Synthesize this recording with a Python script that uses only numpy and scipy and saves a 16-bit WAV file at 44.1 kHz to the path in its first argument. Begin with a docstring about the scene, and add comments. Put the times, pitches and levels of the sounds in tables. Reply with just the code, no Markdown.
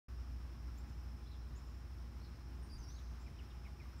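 """A still, misty morning on a golf course. After a moment of silence, a far engine, probably a mower,
throbs and slowly fades under a low rumble of air, while insects keep up a thin high band.
Small birds chirp from about 0.8 s. Near 2.7 s the nearest bird whistles two syllables and a soft
puff of wind touches the microphone. From about 3.3 s a farther bird sings five quick falling notes.
The trees send a faint echo of every bird back."""
import sys
import numpy as np
from scipy import signal
from scipy.fft import rfft, irfft
from scipy.io import wavfile

SR = 44100
rng = np.random.default_rng(int(sys.argv[2]) if len(sys.argv) > 2 else 0)


def put_to_file(sound):
    """Save the sound as 16-bit audio at rate SR, in the file named by the first command-line argument."""
    columns = np.atleast_2d(sound).T  # one column per channel
    safe = np.clip(columns, -1, 1)
    whole_steps = np.round(safe * 32767)
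    wavfile.write(sys.argv[1], SR, whole_steps.astype(np.int16))


N = 176400
TIME = np.arange(N) / SR


def amp(db):
    """Turns decibels into a number to multiply a sound by."""
    return 10 ** (np.asarray(db) / 20)


def noise(shape):
    """Noise with an average (rms) level of 1; shape(hz) says how strong each frequency is."""
    spectrum = rfft(rng.standard_normal(N)) * shape(np.fft.rfftfreq(N, 1 / SR))
    sound = irfft(spectrum, N)
    return sound / np.sqrt(np.mean(sound ** 2) + 1e-30)


def coloured(points):
    """Noise whose spectrum follows a line through (Hz, dB) points."""
    hz, db = np.transpose(points)
    return noise(lambda f: amp(np.interp(np.log(f + 1), np.log(hz), db)))


def band(centre_hz, width_hz):
    """Noise that is strongest at one frequency and fades to either side."""
    return noise(lambda f: np.exp(-.25 * ((f - centre_hz) / width_hz) ** 2))


def wander(rate_hz):
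    """A smooth random wobble, up to about the given rate."""
    return noise(lambda f: (f > 0) * np.exp(-(f / rate_hz) ** 2))


def tone(hz):
    """A pure tone that follows a pitch curve."""
    return np.sqrt(2) * np.sin(2 * np.pi * (np.cumsum(hz) / SR + rng.random()))


def add(mix, start_s, sound):
    """Mixes a sound in at its start time."""
    part = mix[round(start_s * SR):][:len(sound)]
    part += sound[:len(part)]


# Faint high tones. Each row: pitch in Hz, level in dB.
THIN_TONES = [(2995, -96.5), (3994, -95), (4290, -99.5), (5991, -92), (6100, -99), (6989, -96.5),
              (7988, -100.5), (8986, -98), (9985, -99), (10983, -99), (11982, -99), (12980, -100)]

def high_tones():
    """Thin, nearly steady tones just above the hiss."""
    return sum(amp(db) * tone(hz + 3 * wander(8)) for hz, db in THIN_TONES)


# How loud the haze is. Each row: time in seconds, level in dB.
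HAZE_LEVELS = [(0, -84), (2.0, -82.5), (2.9, -90), (3.35, -78), (4, -84)]

def haze():
    """A soft hiss that dips, then swells under the farther bird."""
    seconds, db = np.transpose(HAZE_LEVELS)
    return band(centre_hz=2740, width_hz=760) * amp(np.interp(TIME, seconds, db))


# The low rumble and the distant wash. Each row: frequency in Hz, relative level in dB.
RUMBLE_SPECTRUM = [(18, -42), (26, -23.5), (40, -5.5), (65, 1), (100, -2), (140, -3), (190, -11.5),
                   (240, -8), (265, -13), (295, -11.5), (315, -17), (345, -13.5), (450, -26.5),
                   (800, -49.5)]
WASH_SPECTRUM = [(200, -4), (500, -1.5), (750, -2), (1150, 1), (1600, -3), (2000, -6), (2450, -7.5),
                 (3000, -12), (4400, -13.5), (6500, -17.5), (7200, -21), (7700, -23.5), (9000, -21),
                 (9900, -25), (10400, -32), (11000, -24.5), (15500, -24)]
# Puffs of wind. Each row: time of the peak in seconds, width in seconds, level in dB.
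WIND_PUFFS = [(2.778, 0.051, -47.5), (3.58, 0.092, -63)]

def air():
    """Air rumbles, wind puffs softly at the microphone, and the distance adds a smooth hiss."""
    rumble = coloured(RUMBLE_SPECTRUM) * amp(-56 + .7 * wander(7.1))
    puff_level = sum(amp(db) * np.exp(-((TIME - peak) / width) ** 2) for peak, width, db in WIND_PUFFS)
    puffs = puff_level * band(centre_hz=46.4, width_hz=11)
    wash = coloured(WASH_SPECTRUM) * amp(-66.5 + .7 * wander(12))
    return rumble + puffs + wash


def insects():
    """Many far insects merge into one fluttering band."""
    return band(centre_hz=5320, width_hz=232) * amp(-75 + wander(45))


# The engine's low tones and its higher whine. Each row: pitch in Hz, level in dB at the start.
THROB_TONES = [(53.4, -68.5), (59.95, -50), (72.75, -62), (85.55, -63), (106.15, -70), (231, -76.5),
               (343, -80)]
WHINE_TONES = [(460, -85), (576, -88.5), (689, -83.5), (829, -79.5), (1045, -87)]

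def engine():
    """Low tones beat against each other and slowly fade, while a whine wavers above them."""
    throb_boost_db, fade_db_per_s = 3, 1.15
    speed = 1 + .002 * wander(1.45)
    throb = sum(amp(db + 1.2 * wander(6.6)) * tone(hz * speed) for hz, db in THROB_TONES)
    whine = sum(amp(db + 1.6 * wander(3.5)) * tone(hz * (1 + .0014 * wander(6)))
                for hz, db in WHINE_TONES)
    return throb * amp(throb_boost_db - fade_db_per_s * TIME) + whine


def reflections(decay_s, delay_s):
    """Random little echoes, about 2000 a second, that die away by 60 dB in decay_s."""
    t = TIME[:SR]
    echoes = rng.standard_normal(SR) * (rng.random(SR) < 2000 / SR)
    echoes *= amp(-60 * t / decay_s) * (t > delay_s)
    return echoes / (np.linalg.norm(echoes) + 1e-12)


def trees(sound, direct_db, scatter_db, echo_db):
    """Nearby trunks and leaves scatter each note quickly; the far tree line adds a long faint tail."""
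    scatter = amp(scatter_db) * reflections(decay_s=.12, delay_s=.003)
    echo = amp(echo_db) * reflections(decay_s=.97, delay_s=.088)
    return amp(direct_db) * sound + signal.fftconvolve(sound, scatter + echo)[:N]


def whistle(hz, db, octave_db, rasp):
    """A bird's note: a fluttering tone with a weaker one an octave up; rasp shakes its pitch."""
    flutter_db, fade_s = 2.4, .005
    t = np.arange(len(hz)) / SR
    hz = hz * (1 + .085 * rasp * wander(308)[:len(hz)])
    level = amp(db + flutter_db * wander(111)[:len(hz)])
    fades = np.clip(np.minimum(t, t[-1] - t) / fade_s, 0, 1)
    octave_fits = 2 * hz < SR / 2  # the sample rate cannot carry anything higher
    return fades * level * (tone(hz) + amp(octave_db) * tone(2 * hz) * octave_fits)


# Falling notes. Each row: start and length in seconds, first and last pitch in Hz, level in dB.
FALLING_NOTES = [(3.26, .026, 2690, 1920, -67.5), (3.386, 0.025, 3490, 2200, -63.5),
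                 (3.501, .024, 4260, 2600, -69.5), (3.647, 0.0305, 2550, 2065, -67),
                 (3.796, 0.032, 2630, 1974, -66.5)]

def farther_bird():
    """A run of quick whistles, each sliding down in pitch."""
    out = np.zeros(N)
    for start, length, first, last, db in FALLING_NOTES:
        pitch = np.geomspace(first, last, round(length * SR))
        add(out, start, whistle(pitch, db, octave_db=-25, rasp=.43))
    return out


# Chirps. Each row: start and length in seconds, first, middle and last pitch in Hz,
# relative level in dB, the octave's level in dB compared with the note, rasp from 0 to 1.
BIRD_CHIRPS = [(0.771, 0.022, 5560, 7100, 7600, -68.5, -7, 0.1),
               (1.03, .016, 13200, 13900, 15100, -76, -40, .9),
               (1.253, 0.036, 2980, 3780, 4450, -72, -25, 0.5),
               (1.302, .06, 4350, 3820, 3230, -72, -27, .9), (1.55, .038, 6200, 7000, 7300, -72, -25, 0.26),
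               (2.208, 0.034, 3840, 4470, 4600, -71, -23, 0.24),
               (2.243, 0.036, 4570, 4200, 3800, -68, -25, 0.97),
               (2.499, 0.045, 3050, 2900, 2800, -77, -34, .1),
               (2.625, .042, 9300, 8830, 9400, -72, -40, 0.07),
               (2.895, .04, 3400, 4200, 4530, -73.5, -30, 0.8),
               (2.939, .06, 4550, 4050, 3490, -70.5, -27, 1),
               (3.195, 0.041, 7300, 7450, 7500, -77.5, -28, .25),
               (3.975, .03, 8800, 7400, 6800, -78, -23, .15)]
# The nearest bird, one list per syllable. Each row: time in seconds, pitch in Hz, relative level in dB.
SONG_SYLLABLES = [
    [(2.685, 5050, -73), (2.704, 4650, -62), (2.716, 5100, -66), (2.728, 4790, -59), (2.748, 4760, -60.5),
     (2.76, 4650, -74)],
    [(2.773, 7400, -84), (2.788, 6300, -69), (2.8, 6000, -66), (2.825, 6100, -72), (2.843, 5500, -62),
     (2.87, 5450, -75), (2.89, 5680, -59.5), (2.91, 6150, -68), (2.95, 6350, -70.5), (2.995, 6700, -75)],
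]

def near_birds():
    """Small birds chirp, bending each note through three pitches; the nearest whistles two syllables."""
    out = np.zeros(N)
    for start, length, first, middle, last, db, octave_db, rasp in BIRD_CHIRPS:
        curve = np.polyfit([0, .5, 1], [first, middle, last], 2)
        pitch = np.polyval(curve, np.linspace(0, 1, round(length * SR)))
        add(out, start, whistle(pitch, db, octave_db, rasp))
    for syllable, octave_db in zip(SONG_SYLLABLES, (-15, -20)):
        seconds, hz, db = np.transpose(syllable)
        t = np.arange(seconds[0], seconds[-1], 1 / SR)
        note = whistle(np.interp(t, seconds, hz), np.interp(t, seconds, db), octave_db, rasp=.15)
        add(out, seconds[0], note)
    return out


def scene():
    """The background and the birds among the trees, all at one microphone."""
    near = trees(near_birds(), direct_db=-2.5, scatter_db=-6, echo_db=-9)
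    far = trees(farther_bird(), direct_db=0, scatter_db=-10, echo_db=-9)
    return (engine() + air() + high_tones() + insects() + haze() + near + far)[None]


def record(dry):
    """The sound begins after a moment of silence, and the very highest treble is cut off."""
    silence_s, fade_in_s, cutoff_hz = .083, .002, 15720
    fade_in = np.clip((TIME - silence_s) / fade_in_s, 0, 1)
    treble_cut = signal.firwin(801, cutoff_hz, window=("kaiser", 8), fs=SR)
    return signal.oaconvolve(dry * fade_in, treble_cut[None], "same")


dry = scene()
out = record(dry)
put_to_file(out)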